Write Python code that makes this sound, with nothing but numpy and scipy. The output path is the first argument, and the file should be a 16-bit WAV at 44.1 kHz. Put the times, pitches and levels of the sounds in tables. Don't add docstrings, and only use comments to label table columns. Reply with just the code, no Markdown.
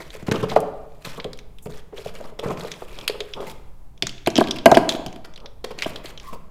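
import sys
import numpy as np
from scipy import signal
from scipy.fft import rfft, irfft, next_fast_len
from scipy.io import wavfile
from scipy.ndimage import uniform_filter1d, map_coordinates

SR = 44100
rng = np.random.default_rng(int(sys.argv[2]) if len(sys.argv) > 2 else 0)


def invert_db(level):
    return 10 ** (np.asarray(level, dtype=float) / 20)


def master(y):
    cut = np.clip(np.atleast_2d(y).T, -1, 1)
    pcm = np.round(cut * 32767)
    wavfile.write(sys.argv[1], SR, pcm.astype(np.int16))


N = 286800
BLOW = 8192

# (time [s], peak before sheen [dB], favoured pitch [Hz], sheen peak over body peak [dB])
CLINKS = [(0.1036, -29, 3560, -17), (0.3129, -16, 2624, -30.5), (0.3577, -21.5, 3330, -25.5),
          (0.5007, -23, 3130, -48), (0.515, -24.5, 3130, -31), (0.6038, -40.5, 2370, 16.5),
          (1.1998, -18.5, 3320, -40), (1.2432, -22.5, 2400, -34), (1.3313, -25, 3300, -39),
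          (1.374, -39, 5850, -5), (1.389, -27.5, 3300, -52), (1.585, -35.5, 3400, -14),
          (1.979, -27.5, 3730, -17), (2.391, -33, 4160, -36), (2.608, -26.5, 2460, -17.5),
          (2.7161, -19.5, 2840, -35), (2.7374, -29.5, 2510, -15), (2.987, -25, 3240, -38),
          (3.011, -27, 3290, -39), (3.0781, -7, 3580, -7.5), (3.098, -17.5, 3400, -29),
          (3.2047, -15, 3400, -32), (3.336, -18.5, 3180, -32), (3.9764, -39.5, 3300, -26),
          (4.0234, -6, 3330, -46), (4.0687, -11.5, 4460, -43.5), (4.093, -21, 4330, -36.5),
          (4.18, -32, 2750, -47.5), (4.262, -16, 2860, -31.5), (4.2729, -11, 2930, -8),
          (4.3023, -21.5, 5330, -15.5), (4.356, -7.5, 3750, -36.5), (4.3656, -10.5, 3370, -32),
          (4.3788, -7.5, 3170, -45), (4.3976, -18.5, 2480, -25.5), (4.4063, -17, 2780, -5.5),
          (4.426, -26, 3400, -12), (4.4393, -20.5, 3040, -29), (4.4721, -21.5, 3360, -24.5),
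          (4.4851, -21.5, 3720, -16), (4.5095, -9, 4140, -14.5), (4.5424, -39, 5450, -5.5),
          (4.585, -21.5, 3120, -35), (4.6579, -0.5, 2415, -6.5), (4.7153, -11.5, 4680, -6.5),
          (4.7503, -9, 3190, -23.5), (4.7702, -8.5, 2600, -6), (4.7853, -26.5, 2660, -8.5),
          (4.8912, -6.5, 3550, -17.5), (4.9018, -16, 3200, -31), (4.9219, -19, 3380, -31.5),
          (4.9504, -21.5, 3250, -29), (5.0627, -18.5, 4500, -12), (5.0817, -36, 3270, -33),
          (5.1275, -31.5, 3290, -32), (5.1602, -32, 2280, -17), (5.3375, -35, 3290, -35),
          (5.36, -30, 2980, -22), (5.3764, -34, 2860, -33.5), (5.4018, -38.5, 3200, -37),
          (5.4583, -26, 3200, -29), (5.7879, -18.5, 2350, -28), (5.8216, -11, 2870, -20.5),
          (5.8452, -19, 2740, -33), (5.9587, -22, 3270, -26), (6.0568, -25.5, 3360, -25),
          (6.1756, -23.5, 3540, -32.5), (6.1988, -27, 3330, -29)]
# (time [s], peak level [dB], favoured pitch [Hz], contact time [ms])
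CARTON_KNOCKS = [(0.149, -27.5, 409, 1.9), (0.283, -20, 409, 3.4), (0.313, -17.5, 395, 7.4),
                 (0.429, -14.5, 409, 9.4), (0.514, -20, 696, 14), (0.562, 0, 614, 1.7),
                 (1.247, -22.5, 420, 4.1), (1.658, -26, 448, 8.1), (1.925, -29, 437, 9.1),
                 (1.981, -30, 371, 13), (2.059, -20.5, 470, 1.8), (2.201, -26.5, 646, 10),
                 (2.32, -33.5, 253, 5.2), (2.391, -22, 526, 6.1), (2.426, -27, 560, 9.2),
                 (2.456, -24.5, 250, 9.9), (2.477, -25.5, 358, 2.4), (2.505, -20.5, 684, 7),
                 (2.647, -20, 420, 2.5), (2.819, -28.5, 568, 2.4), (3.095, -15.5, 417, 1.9),
                 (3.202, -24, 433, 4.7), (3.397, -22.5, 464, 3.3), (3.42, -28, 427, 16)]
# (time [s], peak level [dB], favoured pitch [Hz], contact time [ms])
BASKET_KNOCKS = [(4.023, -22, 326, 18), (4.271, -8, 580, 11), (4.357, -16, 322, 13), (4.382, -1, 384, 4.3),
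                 (4.407, -2.5, 626, 9.2), (4.488, -17, 346, 2.2), (4.658, 14, 664, 4.7),
                 (4.715, 2.5, 645, 9.1), (4.77, 6.5, 670, 3.9), (4.946, -20, 250, 8.3),
                 (4.991, -20.5, 296, 12), (5.061, -22, 581, 6.3), (5.158, -28, 281, 9.5),
                 (5.644, -27, 670, 11.6), (5.859, -15.5, 600, 7.8), (6.045, -30, 355, 4.3),
                 (6.327, -33.5, 1060, 9.2)]
# (time [s], peak level [dB])
COUNTER_THUDS = [(0.225, -27.5), (0.282, -13), (0.312, -12), (0.429, -19.5), (0.514, -22.5), (1.07, -27.5),
                 (1.247, -27.5), (1.658, -25.5), (2.059, -30.5), (2.456, -18.5), (4.023, -22.5),
                 (4.271, -19.5), (4.381, -16), (4.487, -25), (4.715, -14.5), (4.77, -18), (5.06, -27.5),
                 (5.859, -27), (6.327, -27)]

# (centre [Hz], width [Hz], level [dB])
GLASS_MODES = [(1450, 1100, -6), (2350, 565, -3), (3290, 370, 1.5), (4050, 650, -2), (4765, 930, -2.5),
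               (5850, 1450, -3.5), (6780, 1400, -9)]
CARTON_MODES = [(260, 360, -29), (421.4, 36, 8.5), (560, 253, 6), (689, 270, 6.5), (844, 30, -10.5),
                (1305, 40, -32), (1610, 390, -19.5), (2300, 270, -12.5)]
BASKET_MODES = [(250, 70, -2.5), (365, 62, 0), (670, 74, 0), (1014, 120, -8), (1155, 76, -9),
                (1610, 70, -5), (2230, 300, -31.5)]
COUNTER_MODES = [(148.3, 87, 0)]
# (centre [Hz], width [Hz], level [dB])
SHEEN_MODES = [(9550, 7300, 0.16), (13500, 1700, -1.6)]

# (time [s], length [ms], starting scrape level [dB])
RUB_STROKES = [(0, 34.5, -38.5), (0.026, 110, -51), (0.127, 53, -44), (0.191, 54, -52.5),
               (0.264, 41, -38.5), (0.312, 17.8, -26.5), (0.334, 90, -41.5), (0.425, 26, -36),
               (0.483, 65, -36.5), (0.557, 27, -33.5), (0.61, 480, -64.5), (1.01, 38, -58),
               (1.045, 47, -35.5), (1.088, 99, -42), (1.655, 22, -46.5), (1.692, 121, -46.5),
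               (1.925, 406, -59.5), (1.961, 75, -44), (2.042, 64, -43.5), (2.139, 63, -47),
               (2.2, 114, -54.5), (2.389, 17.5, -35), (2.41, 1120, -60), (2.428, 120, -42.5),
               (2.563, 140, -43), (2.7, 81, -50.5), (2.77, 87, -54.5), (2.87, 200, -50.5), (3.09, 37, -48),
               (3.22, 183, -57.5), (3.4, 65, -45), (3.462, 66, -40.5), (4.356, 60, -33), (4.558, 17, -35.5),
               (4.743, 13, -22), (4.9, 53, -39.5), (4.947, 26, -43.5), (5.243, 24.2, -45),
               (5.641, 11.4, -29.5), (5.705, 19.2, -39), (5.777, 50.5, -40), (5.822, 33, -33),
               (5.861, 58, -41.5), (5.912, 91, -51), (6.034, 90, -43), (6.205, 138, -49.5),
               (6.326, 36, -45.5)]
# (time [s], length [ms], starting hiss level [dB])
EXTRA_HISS = [(0.126, 51, -53), (1.17, 25, -54), (1.621, 52, -48.5), (2.77, 84, -59.5), (3.462, 64, -54),
              (4.4, 38, -54), (4.9, 53, -50.5), (5.861, 57, -51), (6.035, 82, -58)]
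# (time [s], length [ms], starting drag level [dB])
DRAGS = [(0.334, 53, -28.5), (0.44, 54, -45), (0.557, 24, -20.5), (1.176, 38, -38.5), (1.696, 13, -32),
         (2.056, 52, -45.5), (2.238, 70, -41.5), (2.428, 120, -31.5), (2.563, 130, -39), (2.982, 220, -44),
         (3.35, 87, -35.5), (4.947, 41, -36), (5.24, 90, -50), (5.36, 110, -45.5), (5.704, 27, -37.5),
         (5.912, 110, -43), (6.114, 88, -44), (6.325, 43, -37)]
# (time [s], length [ms], pitch [Hz], level [dB])
SQUEAKS = [(2.87, 220, 2460, -51.5), (3.458, 79, 880, -42.5), (4.561, 14.7, 2580, -31),
           (4.746, 5.95, 3100, -22.5), (6.235, 87, 1078, -47.5), (6.327, 27, 1040, -38)]

# (frequency [Hz], level [dB])
SCRAPE_COLOUR = [(700, -29.5), (1300, -1.5), (2400, -0.5), (3400, -4.5), (5400, -9.5), (7500, -23),
                 (11000, -40.5)]
HISS_COLOUR = [(3500, -46), (7000, -5), (10000, -7.5), (15000, -9.5), (16500, -28)]
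DRAG_COLOUR = [(70, -50.5), (140, -1), (290, -5), (430, 3.5), (580, 1.5), (750, -6.5), (950, -3),
               (1250, -5.5), (3000, -66.5)]
AIR_COLOUR = [(88, -29.5), (150, -5), (222, -16.5), (309, -21), (466, -23), (905, -24), (1290, -34),
              (1690, -37.5), (3620, -46), (16000, -62)]
RUMBLE_COLOUR = [(1, 10.5), (3, 21.5), (8, 13), (30, 0.5), (60, -1.5), (80, -13.5), (120, -8), (250, -48.5)]
# (frequency [Hz], level [dB])
WALL_COLOUR = [(150, 4), (300, -1), (900, -5), (1500, -3), (4000, -7), (7000, -6.5), (11000, -9.5)]
# (frequency [Hz], time to fall by 60 dB [s])
ROOM_DECAY = [(150, 0.67), (700, 0.85), (2500, 0.74), (6000, 0.54), (14000, 0.6)]


def unit(x):
    return x / np.sqrt(np.mean(x ** 2) + 1e-20)


def along(points, hz):
    f, value = np.transpose(points)
    return np.interp(np.log(hz + 1), np.log(f + 1), value)


def wobble(rate):
    knots = rng.standard_normal(int(N * rate / SR) + 4)
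    return map_coordinates(knots, [np.arange(N) * rate / SR])


def noise(colour):
    m = next_fast_len(N)
    gain = invert_db(along(colour, np.fft.rfftfreq(m, 1 / SR)))
    return unit(irfft(rfft(rng.standard_normal(m)) * gain, m)[:N])


def chatter(ms, shape, rise, snap, linger_db, count):
    u = np.arange(BLOW // 4) / SR * 1000 / max(ms, .5)
    envelope = u ** rise * (np.exp(-u ** shape) + invert_db(linger_db) * np.exp(-u / 6.2))
    push = envelope * rng.standard_normal(len(u))
    push[0] += snap
    for _ in range(count):
        spectrum = rfft(push)
        flat = irfft(spectrum / (np.abs(spectrum) + 1e-9), len(u))
        push = np.sqrt(envelope + (u == 0)) * flat
    return push


def ring(push, modes, lift_db, soft_hz):
    f = np.fft.rfftfreq(BLOW, 1 / SR)
    body = 0
    for k, ((centre, width, db), lift) in enumerate(zip(modes, lift_db)):
        resonance = 1j * f * width / (centre * centre - f * f + 1j * f * width)
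        body = body + (-1) ** k * invert_db(db + lift) * resonance
    softness = 1 / (1 + 1j * f / soft_hz) ** 2
    out = irfft(rfft(push, BLOW) * body * softness, BLOW)
    return out / np.abs(out).max()


def blows(table, modes, focus_db, scatter_db, soft_hz, detune=0, **touch):
    modes = np.array(modes)
    out = np.zeros(N + BLOW)
    for s, db, hz, ms, *treble_db in table:
        push = chatter(ms, **touch)
        octaves = np.log2(modes[:, 0] / hz)
        lift_db = -focus_db * np.abs(octaves) + scatter_db * rng.standard_normal(len(modes))
        shifted = modes * [[1 + detune * r, 1, 1] for r in rng.standard_normal(len(modes))]
        sound = ring(push, shifted, lift_db, soft_hz)
        for treble in treble_db:
            sound = sound + invert_db(treble) * ring(push, SHEEN_MODES, np.zeros(len(SHEEN_MODES)), soft_hz)
        out[round(s * SR):][:BLOW] += invert_db(db) * sound
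    return out[:N]


def glass_clinks():
    touches = [(s, db, hz, 1.8, treble) for s, db, hz, treble in CLINKS]
    return blows(touches, GLASS_MODES, focus_db=8.5, scatter_db=3.5, detune=0.046, soft_hz=15400,
                 shape=0.75, rise=.03, snap=1.0, linger_db=-9.0, count=1)


def basket_knocks():
    return blows(BASKET_KNOCKS, BASKET_MODES, focus_db=6.5, scatter_db=1.5, soft_hz=1570,
                 shape=1.7, rise=0.21, snap=0.87, linger_db=-34.5, count=2)


def carton_knocks():
    return blows(CARTON_KNOCKS, CARTON_MODES, focus_db=15, scatter_db=2.0, soft_hz=1600,
                 shape=1.6, rise=0.3, snap=0.47, linger_db=-10.0, count=2)


def counter_thuds():
    touches = [(s, db, COUNTER_MODES[0][0], 5.35) for s, db in COUNTER_THUDS]
    return blows(touches, COUNTER_MODES, focus_db=0, scatter_db=0, soft_hz=1500,
                 shape=1.75, rise=0.3, snap=0.392, linger_db=-11.5, count=2)


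def gate(s, ms, sag_db):
    t = (np.arange(N) / SR - s) * 1000
    opening = t / (2.0 + 0.076 * ms)
    closing = (ms - t) / (4 + 0.13 * ms)
    edges = np.clip(np.minimum(opening, closing), 0, 1)
    return edges * invert_db(-sag_db * np.clip(t / 22, 0, 1))


def strokes(rows):
    return sum(invert_db(db) * gate(s, ms, sag_db=4.5) for s, ms, db in rows)


def patches(x, patchy_db):
    z = signal.stft(x, nperseg=256)[2]
    field = uniform_filter1d(uniform_filter1d(rng.standard_normal(z.shape), 5, 0), 7, 1)
    return signal.istft(z * invert_db(patchy_db * unit(field)), nperseg=256)[1][:N]


def rubbing_ticks(rubbed):
    rate = 150
    over_scrape_db = 5 + 4.5 * np.minimum(rng.exponential(size=N), 2.5)
    touches = (rng.random(N) < rate / SR) * invert_db(over_scrape_db) * rubbed
    modes = np.arange(len(GLASS_MODES))
    which = rng.integers(len(modes), size=N)
    ticks = 0
    for k in modes:
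        tick = ring(np.ones(1), GLASS_MODES, 14 * (modes == k), soft_hz=9000)
        ticks = ticks + signal.fftconvolve(touches * (which == k), tick)
    return ticks[:N]


def rustle():
    hiss_strokes = [(s, ms, -52 + .75 * (db + 41.5)) for s, ms, db in RUB_STROKES]
    skids = [(s, 17.1, db - 15.5) for s, db, *_ in CARTON_KNOCKS]
    rubbed = strokes(RUB_STROKES)
    hissed = strokes(hiss_strokes + EXTRA_HISS)
    dragged = invert_db(0.5) * rubbed + strokes(DRAGS + skids)

    flutter_db = 1.2 * wobble(45) + 2.2 * wobble(200)
    scrape_db = flutter_db + 1.0 * wobble(130)
    hiss_db = 1.2 * flutter_db + 1.5 * wobble(150)
    drag_db = 0.38 * flutter_db + 4.5 * wobble(60)
    scrape = unit(invert_db(scrape_db) * patches(noise(SCRAPE_COLOUR), patchy_db=3.5))
    hiss = unit(invert_db(hiss_db) * patches(noise(HISS_COLOUR), patchy_db=1.2))
    drag = unit(invert_db(drag_db) * noise(DRAG_COLOUR))
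    return rubbed * scrape + hissed * hiss + dragged * drag + rubbing_ticks(rubbed)


def squeaks():
    out = np.zeros(N)
    for s, ms, hz, db in SQUEAKS:
        band = [(hz * .75, -35), (hz * .93, -5), (hz, 0), (hz * 1.07, -5), (hz * 1.3, -35)]
        unsteady = unit(invert_db(5.5 * wobble(70)))
        out += invert_db(db) * gate(s, ms, 0) * unsteady * noise(band)
    return out


def room(x):
    out, step = np.zeros(N + 3 * SR), int(.3 * SR)
    for at in range(0, N, step):
        hz, t, z = signal.stft(rng.standard_normal(SR), SR, nperseg=256)
        decay_db = along(WALL_COLOUR, hz)[:, None] - 60 * t / along(ROOM_DECAY, hz)[:, None]
        tail = signal.istft(z * invert_db(decay_db), SR, nperseg=256)[1]
        wet = signal.fftconvolve(x[at:at + step], tail / np.linalg.norm(tail))
        out[at + 300:][:len(wet)] += wet
    return out[:N]


def background():
    lumps_db = 1.3 * wobble(1.5) + .9 * wobble(7)
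    return invert_db(-55.5) * noise(AIR_COLOUR) + invert_db(-36.0 + lumps_db) * noise(RUMBLE_COLOUR)


def scene():
    glass, basket = glass_clinks(), basket_knocks()
    carton, counter = carton_knocks(), counter_thuds()
    rubbing = rustle() + squeaks()
    knocks_to_room = invert_db(-15.5) * basket + invert_db(-14.5) * carton + invert_db(-12) * counter
    echo = room(invert_db(-15.0) * glass + knocks_to_room + invert_db(-10.0) * rubbing)
    return (glass + basket + carton + counter + rubbing + echo + background())[None]


def low_pass(x):
    return signal.sosfilt(signal.butter(12, 16440, fs=SR, output="sos"), x)


def record(dry):
    heard = signal.sosfilt(signal.butter(4, 15500, fs=SR, output="sos"), dry)
    clipped = heard / (1 + np.abs(heard / .99) ** 8) ** (1 / 8)
    return low_pass(clipped)


dry = scene()
out = record(dry)
master(out)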